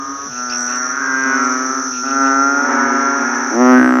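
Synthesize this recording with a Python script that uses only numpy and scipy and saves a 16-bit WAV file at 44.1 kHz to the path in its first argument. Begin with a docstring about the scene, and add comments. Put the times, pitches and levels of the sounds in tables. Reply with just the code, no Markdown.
"""Bullfrog pond at night

Bullfrogs bellow in turn, larynx pulses driving their vocal sacs into drones that overlap and beat.
At the end a frog right up close inflates its sac and joins in, breaking into a half-rate rattle.
Shrill insects hiss throughout, with one close trill and a few faint falling whistles.
Low gulps, wet ticks, leaf rustles and a far frog chorus sit behind, on a bed of night air."""
import sys
import numpy as np
from scipy import signal
from scipy.io import wavfile
from scipy.ndimage import uniform_filter1d, minimum_filter1d

SR = 44100
rng = np.random.default_rng(int(sys.argv[2]) if len(sys.argv) > 2 else 0)


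def master(y):
    """Save y as 16-bit WAV."""
    cut = np.clip(np.atleast_2d(y).T, -1, 1)
    pcm = np.round(cut * 32767)  # scale
    wavfile.write(sys.argv[1], SR, pcm.astype(np.int16))


N = 176400

# The neighbours' calls: drone_db, chest_db, buzz_db, treble_db, ring_db, ring_first_hz, ring_last_hz,
# then a path of (time_s, pulse_rate_hz, effort_db)
BELLOWS = [ (-33.5, -74, -52, -73, 14, 1300, 1327, [(-.1, 138.6, -3), (.1, 140.7, 3.5), (.29, 140.6, -1)]),
           (-32, -47.5, -45.5, -65, 22.5, 1156, 1173, [(-.1, 133.3, -4.5), (.1, 136.2, -3.5),
           (.29, 141.3, -5.5)]), (-33, -41, -42, -71, 21.5, 1411, 1440, [(.24, 120.8, -18), (.4, 123.9, -4),
           (.57, 121.7, -4), (.75, 123.7, -2.5), (1, 129.4, -7)]),
           (-49, -53, -40.5, -74, 2, 2000, 1600, [(.5, 126.7, -0.5), (.65, 125.1, -2.5), (.85, 126.4, -1.5),
           (1.1, 127.6, 5)]), (-35.5, -49.5, -32.5, -73, 10.5, 1760, 1480, [(.68, 139.8, -5.5),
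           (.9, 137.5, -3), (1.03, 139.2, -1), (1.15, 143.8, -4), (1.32, 153, -24)]),
           (-25.5, -39, -31.5, -39, 7.5, 1600, 1360, [(.99, 134.8, -6), (1.15, 132.5, 0), (1.24, 132.7, 1),
           (1.36, 135.2, 1.5), (1.5, 138.6, -2), (1.68, 141.8, -11)]),
           (-25, -40, -36, -42, 12, 1330, 1360, [(1.24, 129.3, -3), (1.45, 126.7, 1), (1.62, 129.9, 0),
           (1.78, 134.6, -1.5), (1.94, 135.5, -13)]),
           (-33.5, -52, -47, -84, 13.5, 1340, 1380, [(1.68, 128.8, 4.5), (1.87, 129.1, 3.5),
           (1.98, 124.1, 1.5), (2.22, 126.2, 0)]), (-20, -33, -32, -55, 14, 1415, 1400, [(2.02, 133.8, -9),
           (2.12, 136.2, -4), (2.22, 135.9, 1.5), (2.33, 135.6, 2), (2.5, 139, -.5), (2.65, 143.5, -3),
           (2.76, 147, -10)]), (-30, -40.5, -39.5, -61.5, -5, 1500, 1300, [(2.2, 133.8, 1),
           (2.47, 130.5, -3), (2.72, 132.4, 7.5), (2.92, 135.2, 1.5), (3.12, 136.4, -20)]),
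           (-24, -32.5, -33, -43, 3, 1234, 1343, [(2.62, 143.8, -19), (2.7, 142, 0.5), (2.9, 137.8, 1),
           (3.08, 138.9, 1), (3.25, 138.4, -0.5)]),
           (-28, -41.5, -33, -45, 13.5, 1410, 1400, [(2.56, 123.7, -11.5), (2.8, 122.3, 0.5),
           (3.03, 123.6, -1.5), (3.2, 127.2, -4), (3.42, 132.1, -7.5), (3.56, 128.1, -11.5)]),
           (-32, -41, -36.5, -51.5, 5, 1350, 1350, [(3.05, 121, -24), (3.22, 120, -0.5),
           (3.58, 123.8, -2.5)]), (-28.5, -40, -35, -66, -0.5, 1600, 1580, [(3.1, 129, -32.5),
           (3.28, 136.5, -1.5), (3.38, 140, 2), (3.56, 135.7, -1)]), ]
# EQ of a bellow's sac drone, chest and nasal buzz: frequency_hz, gain_db
DRONE_EQ = [(60, -69), (135, -40), (235, 4.5), (280, -1.5), (400, -12.5), (520, -29.5), (800, -67.5)]
CHEST_EQ = [(130, -35.5), (270, -20), (400, -11.5), (540, -4.5), (640, -2.5), (760, 0.5), (950, 4),
            (1100, -5), (1300, -11.5), (2000, -25), (5000, -63)]
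BUZZ_EQ = [(200, -52.5), (650, -30.5), (950, -3.5), (1200, 2), (1600, -0.5), (1900, -13.5), (2350, -16.5),
           (3000, -38), (4200, -48), (7000, -76)]
# The near frog's pitch: time_s, pulse_rate_hz
NEAR_PITCH = [(3.5, 102.5), (3.55, 114.6), (3.61, 125.4), (3.72, 127.6), (3.8, 126), (3.9, 127.1),
              (4.05, 124.7)]
# Faders on its layers: time_s, sac_db, chest_db, buzz_db
NEAR_FADERS = [(3.5, -43, -41.5, -59), (3.56, -14, -29, -39), (3.61, -13, -23, -29),
               (3.67, -12, -23.5, -25), (3.735, -8, -23, -23.5), (3.8, -9, -26.5, -27),
               (3.86, -9, -29, -26), (4.05, -11, -39, -25.5)]
# Fader on its nasal ring: time_s, gain_db
NEAR_RING_FADER = [(3.6, -54), (3.7, -28), (3.76, -17.5), (3.83, -17), (3.9, -23), (4, -33)]
# EQ of its sac, chest and buzz: frequency_hz, gain_db
NEAR_SAC_EQ = [(60, -39), (135, -32), (240, 1.5), (400, 9), (700, -16.5), (1500, -40.5), (4000, -74)]
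NEAR_CHEST_EQ = [(60, -46), (135, -34), (300, 19), (400, 1.5), (620, 3), (900, -2), (1200, -11.5),
                 (1600, -4.5), (2000, -13.5), (3000, -50), (7000, -53.5)]
NEAR_BUZZ_EQ = [(100, -34), (600, 1), (1000, -5.5), (1300, 6.5), (1420, 6.5), (1550, 1.5), (1720, -10),
                (1920, -6), (2300, -20), (3000, -26.5), (4000, -41.5), (5500, -23.5), (8000, -55),
                (12000, -41), (16000, -60.5)]
# The close insect trill: time_s, pitch_hz, level_db
TRILL = [(.495, 4270, -33.5), (.515, 5300, -25), (.55, 5660, -23), (.62, 5840, -23.5), (.75, 5850, -25.5),
         (.92, 5780, -26), (.935, 6026, -40)]
# Thin whistles, and low gulps as a sac deflates:
# start_s, length_s, first_hz, last_hz, fall_s, level_db, octave_db
WHISTLES = [(1.42, 0.12, 8300, 7040, 0.037, -50.5, -16), (2.192, 0.47, 8700, 7200, .04, -51.5, -10),
            (3.723, 0.57, 10700, 6500, 0.15, -49.5, -30), (3.776, 0.28, 12900, 8200, 0.16, -58, -34)]
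GULPS = [(.25, 0.086, 261, 60.6, 0.062, -41, -29), (2.8, .09, 230, 90, .07, -45, -20)]
# Tiny wet ticks: start_s, level_db
TICKS = [(0.577, -41), (.602, -38), (.627, -42), (0.662, -44), (0.699, -44), (0.756, -41)]
# Rustles in the leaves: start_s, length_s, level_db
RUSTLES = [(0.154, 0.12, -56), (0.292, 0.15, -48), (0.474, 0.11, -40), (0.655, 0.13, -43),
           (1.91, 0.11, -43), (2.034, 0.13, -44), (2.215, 0.11, -44)]
# Swells of the insect bed and the far frogs: time_s, level_db
INSECT_FADER = [(0, -35.5), (.4, -27.5), (.95, -29), (1.37, -26.5), (2, -25), (2.88, -29.5), (3.49, -27.5),
                (3.7, -29), (3.89, -42), (4, -41)]
CHORUS_FADER = [(0, -46), (.3, -45), (.9, -39), (1.5, -35), (1.85, -37), (1.97, -47), (2.45, -39),
                (2.72, -27), (3.35, -26), (3.6, -34), (4, -35)]
# EQ of the insects, far frogs, leaves, swelling sac's thud and night air: frequency_hz, gain_db
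INSECT_EQ = [(3000, -57.5), (4600, -30.5), (5050, -21.5), (5400, -4.5), (5850, 3), (6200, -0.5),
             (6550, -11), (6950, -24.5), (7800, -68), (10200, -61), (11700, -33.5), (13200, -65),
             (16000, -61)]
CHORUS_EQ = [(130, -32), (200, -7), (260, -10.5), (380, 1.5), (600, -14.5), (950, 1), (1350, -18),
             (1650, 2), (2000, -7.5), (3000, -28.5), (5000, -44)]
RUSTLE_EQ = [(600, -46.5), (1800, -25), (2550, 8), (3100, -6.5), (3700, -7.5), (5000, -13), (8000, -50.5)]
THUD_EQ = [(20, -11), (55, -7), (130, -1), (300, -26.5), (1000, -56)]
AIR_EQ = [(20, -17.5), (50, -4), (90, -2), (180, -7), (500, 1), (2400, -18.5), (3400, -11), (4300, -16.5),
          (7500, -35), (16000, -35)]
# EQ of the near frog's weak pulses and of the feed to its ring: frequency_hz, gain_db
WEAK_PULSE_EQ = [(300, -1.5), (900, -0.5), (1900, -0.5), (2800, -6), (6000, -35)]
NEAR_RING_EQ = [(300, -31.5), (1200, 9.5), (2000, -3.5), (4000, -21.5)]

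CALL_FADE_S = .018


def bellow(drone_db, chest_db, buzz_db, treble_db, ring_db, ring_first_hz, ring_last_hz, path):
    """Larynx pulses drive the sac's drone and a nasal buzz with a gliding ring."""
    t = np.arange(path[0][0], path[-1][0], 1 / SR)
    rate_hz, effort_db = curve(path, t)
    rate_hz = uniform_filter1d(rate_hz, size=3500, mode="nearest") * (1 + .001 * wander(t, 25))
    drive = pulses(np.cumsum(rate_hz) / SR) * (1 + .025 * wander(t, 150))
    drive *= np.clip(np.minimum(t - t[0], t[-1] - t) / CALL_FADE_S, 0, 1)
    voice = amp(chest_db) * colour(drive, CHEST_EQ) + amp(buzz_db) * colour(drive, BUZZ_EQ)
    glide = (1 + np.tanh((t - t.mean()) / .058)) / 2  # a quick slide in mid-call
    ring_hz = ring_first_hz + (ring_last_hz - ring_first_hz) * glide
    voice += amp(ring_db) * resonate(voice, ring_hz, width_hz=75.5)
    treble = resonate_twice(drive, hz=2175, width_hz=430)
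    voice += amp(treble_db + 2.05 * effort_db) * treble  # pushing harder brightens the call
    water_echo_s = .001185 * (1 + rng.random())
    voice += amp(-6.5) * np.interp(t - water_echo_s, t, voice)
    drone = amp(drone_db + .89 * effort_db) * colour(drive, DRONE_EQ)
    return t[0], amp(effort_db) * voice + drone


def near_frog(broken_s=3.8132, break_fade_s=.045, weak_early_s=.0007, leaf_echo_s=.00378):
    """Pulses keep the swollen sac ringing; as the buzz hardens, every second pulse falters."""
    t = np.arange(N) / SR
    sac_db, chest_db, buzz_db = curve(NEAR_FADERS, t)
    rate_hz = curve(NEAR_PITCH, t)[0] * (1 + .006 * wander(t, 130))
    turns = np.cumsum(rate_hz) / SR
    turns -= np.interp(broken_s, t, turns)  # a strong pulse lands as the break completes
    fade_in = np.clip((t - NEAR_FADERS[0][0]) / CALL_FADE_S, 0, 1)
    drive = pulses(turns, count=120) * fade_in * (1 + .04 * wander(t, 130))
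    # The rattle: odd pulses turn softer, duller, uneven and a little early.
    broken = np.clip((t - broken_s) / break_fade_s + 1, 0, 1)
    weak_gate = broken * (np.round(turns) % 2)
    weak_pulses = np.interp(t + weak_early_s, t, drive * weak_gate) * (1 + .28 * wander(t, 70))
    drive = drive * (1 - weak_gate) + amp(-8) * colour(weak_pulses, WEAK_PULSE_EQ)
    sac = resonate(colour(drive * amp(sac_db), NEAR_SAC_EQ), hz=259.3, width_hz=17)
    chest = colour(drive * amp(chest_db), NEAR_CHEST_EQ)
    buzz = colour(drive * amp(buzz_db), NEAR_BUZZ_EQ)
    ring_feed = colour(drive * amp(curve(NEAR_RING_FADER, t)[0]), NEAR_RING_EQ)
    buzz += resonate(ring_feed, hz=1544, width_hz=98)
    leaf_echo = amp(-14.5) * np.interp(t - leaf_echo_s, t, buzz)
    return buzz + leaf_echo - sac - chest


def insects(flutter=.06, flutter_hz=170):
    """Countless shrill trills merge into a fluttering band of hiss."""
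    t = np.arange(N) / SR
    band = colour(rng.standard_normal(N), INSECT_EQ) * (1 + flutter * wander(t, flutter_hz))
    return amp(curve(INSECT_FADER, t)[0]) * unit(band)


def trill(rate_hz=84.3, sweep_hz=650, scatter_hz=50, octave_db=-38):
    """One close insect: a fast train of tiny upward chirps that climbs to its pitch."""
    t = np.arange(TRILL[0][0], TRILL[-1][0], 1 / SR)
    pitch_hz, level_db = curve(TRILL, t)
    pitch_hz += scatter_hz * wander(t, 90)
    cycle = (t - t[0]) * rate_hz % 1
    phase = 2 * np.pi * (pitch_hz + sweep_hz * (cycle - 1) / 2) * cycle / rate_hz
    tone = np.sin(phase) + amp(octave_db) * np.sin(2 * phase)
    return t[0], amp(level_db) * unit(np.sin(np.pi * cycle) ** 2 * tone)


def falling_tone(start_s, length_s, first_hz, last_hz, fall_s, level_db, octave_db):
    """A whistle or gulp that starts raspy, slides down and settles."""
    t = np.arange(0, length_s, 1 / SR)
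    fall = np.exp(-t / fall_s)
    rasp = 1 + .06 * fall * wander(t, 1500) + .014 * wander(t, 1400)
    pitch_hz = (last_hz + (first_hz - last_hz) * fall) * rasp
    phase = 2 * np.pi * np.cumsum(pitch_hz) / SR
    tone = np.sin(phase) + amp(octave_db) * np.sin(2 * phase)
    return start_s, amp(level_db) * np.sin(np.pi * t / length_s) ** .22 * tone


def tick(start_s, level_db, decay_s=.012):
    """A wet tick: a pinch of bright noise that dies at once."""
    t = np.arange(2048) / SR
    burst = resonate_twice(rng.standard_normal(len(t)), hz=7740, width_hz=850)
    return start_s, amp(level_db) * unit(burst) * np.exp(-t / decay_s)


def swish(start_s, length_s, level_db, eq):
    """A soft swell of grainy noise: a rustle when bright, a thud when dark."""
    t = np.arange(0, length_s, 1 / SR)
    envelope = amp(2 * wander(t, 120)) * np.sin(np.pi * t / length_s)
    return start_s, amp(level_db) * unit(colour(rng.standard_normal(len(t)) * envelope, eq))


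def far_chorus(count=36, length_s=.85, low_hz=118, high_hz=145, sag=.035):
    """Many distant frogs washed in echo, each sagging in pitch in mid-call."""
    calls, t = np.zeros(N), np.arange(0, length_s, 1 / SR)
    arch = np.sin(np.pi * t / length_s)
    for slot, (offset, pitch) in enumerate(rng.random((count, 2))):
        rate_hz = (low_hz + pitch * (high_hz - low_hz)) * (1 + sag * (t / length_s - arch))
        start_s = (slot + offset) / count * (N / SR + length_s) - length_s
        add(calls, start_s, np.sqrt(arch) * pulses(np.cumsum(rate_hz) / SR))
    chorus = colour(calls + .78 * pond_echoes(calls), CHORUS_EQ)
    return amp(curve(CHORUS_FADER, np.arange(N) / SR)[0]) * unit(chorus)


def night_air(level_db=-44.5):
    """A steady bed of soft, dark noise."""
    return amp(level_db) * unit(colour(rng.standard_normal(N), AIR_EQ))


def pond_echoes(x, t60_s=.3, predelay_s=.004, density=.05):
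    """Scattered echoes from banks and leaves."""
    t = np.arange(SR // 2) / SR
    taps = rng.standard_normal(len(t)) * (rng.random(len(t)) < density)
    taps *= (t > predelay_s) * amp(-60 * t / t60_s)
    return signal.fftconvolve(x, taps / np.linalg.norm(taps))[:N]


def pulses(turns, count=48):
    """One sharp pulse per turn, built from equal harmonics of rms one."""
    half_phase = np.pi * (turns % 1) + 1e-9
    return (np.sin((2 * count + 1) * half_phase) / np.sin(half_phase) - 1) / np.sqrt(2)


def resonate(x, hz, width_hz):
    """A unity-gain resonance whose pitch can glide."""
    turn = np.exp(2j * np.pi * np.cumsum(hz * np.ones(len(x))) / SR)
    pole = np.exp(-np.pi * width_hz / SR)
    return 2 * (turn * signal.lfilter([1 - pole], [1, -pole], x / turn)).real


def resonate_twice(x, hz, width_hz):
    """Two resonances in series, for steeper skirts."""
    return resonate(resonate(x, hz, width_hz), hz, width_hz)


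def colour(x, eq, size=4096):
    """Minimum-phase EQ through the given points."""
    points_hz, gain_db = np.transpose(eq)
    hz = abs(np.fft.fftfreq(size, 1 / SR))
    log_gain = np.log(amp(np.interp(np.log(hz + 1), np.log(points_hz), gain_db)))
    taps = np.fft.ifft(np.exp(np.conj(signal.hilbert(log_gain)))).real
    return signal.fftconvolve(x, taps[:size // 2])[:len(x)]


def wander(t, hz):
    """Random drift that changes at about the given rate."""
    knots = rng.standard_normal(1024)
    return np.interp((t - t[0]) * hz, np.arange(len(knots)), knots)


def curve(rows, t):
    """One automation lane per value column, ramping straight between points."""
    times_s, *columns = np.transpose(rows)
    return [np.interp(t, times_s, column) for column in columns]


def amp(db):
    """Decibels to gain."""
    return 10 ** (np.asarray(db) / 20)


def unit(x):
    """Scales to an rms of one."""
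    return x / np.sqrt(np.mean(x ** 2) + 1e-20)


def add(mix, start_s, sound):
    """Drops a sound into the mix, trimming any overhang."""
    at = round(start_s * SR)
    sound = sound[max(-at, 0):]
    part = mix[max(at, 0):][:len(sound)]
    part += sound[:len(part)]


def scene(around_send_db=-15, near_send_db=-24):
    """Neighbours and the drier near frog over the choruses and the night air."""
    around = np.zeros(N)
    for row in BELLOWS:
        add(around, *bellow(*row))
    for row in GULPS + WHISTLES:
        add(around, *falling_tone(*row))
    for row in TICKS:
        add(around, *tick(*row))
    for row in RUSTLES:
        add(around, *swish(*row, RUSTLE_EQ))
    add(around, *swish(start_s=3.775, length_s=.11, level_db=-42.5, eq=THUD_EQ))  # the sac swells
    add(around, *trill())
    near = near_frog()
    air = night_air()
    echoes = pond_echoes(amp(around_send_db) * around + amp(near_send_db) * near)
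    return (around + near + echoes + far_chorus() + insects() + air)[None]


def record(dry, ceiling=1, cutoff_hz=15800):
    """A fast limiter holds the loudest peaks; a steep low-pass trims the very top."""
    gain = minimum_filter1d(ceiling / np.maximum(abs(dry), ceiling), size=400)
    limited = dry * uniform_filter1d(gain, size=400)
    lowpass = signal.firwin(511, cutoff_hz, window=("kaiser", 9), fs=SR)
    return signal.oaconvolve(limited, lowpass[None], "same")


dry = scene()
out = record(dry)
master(out)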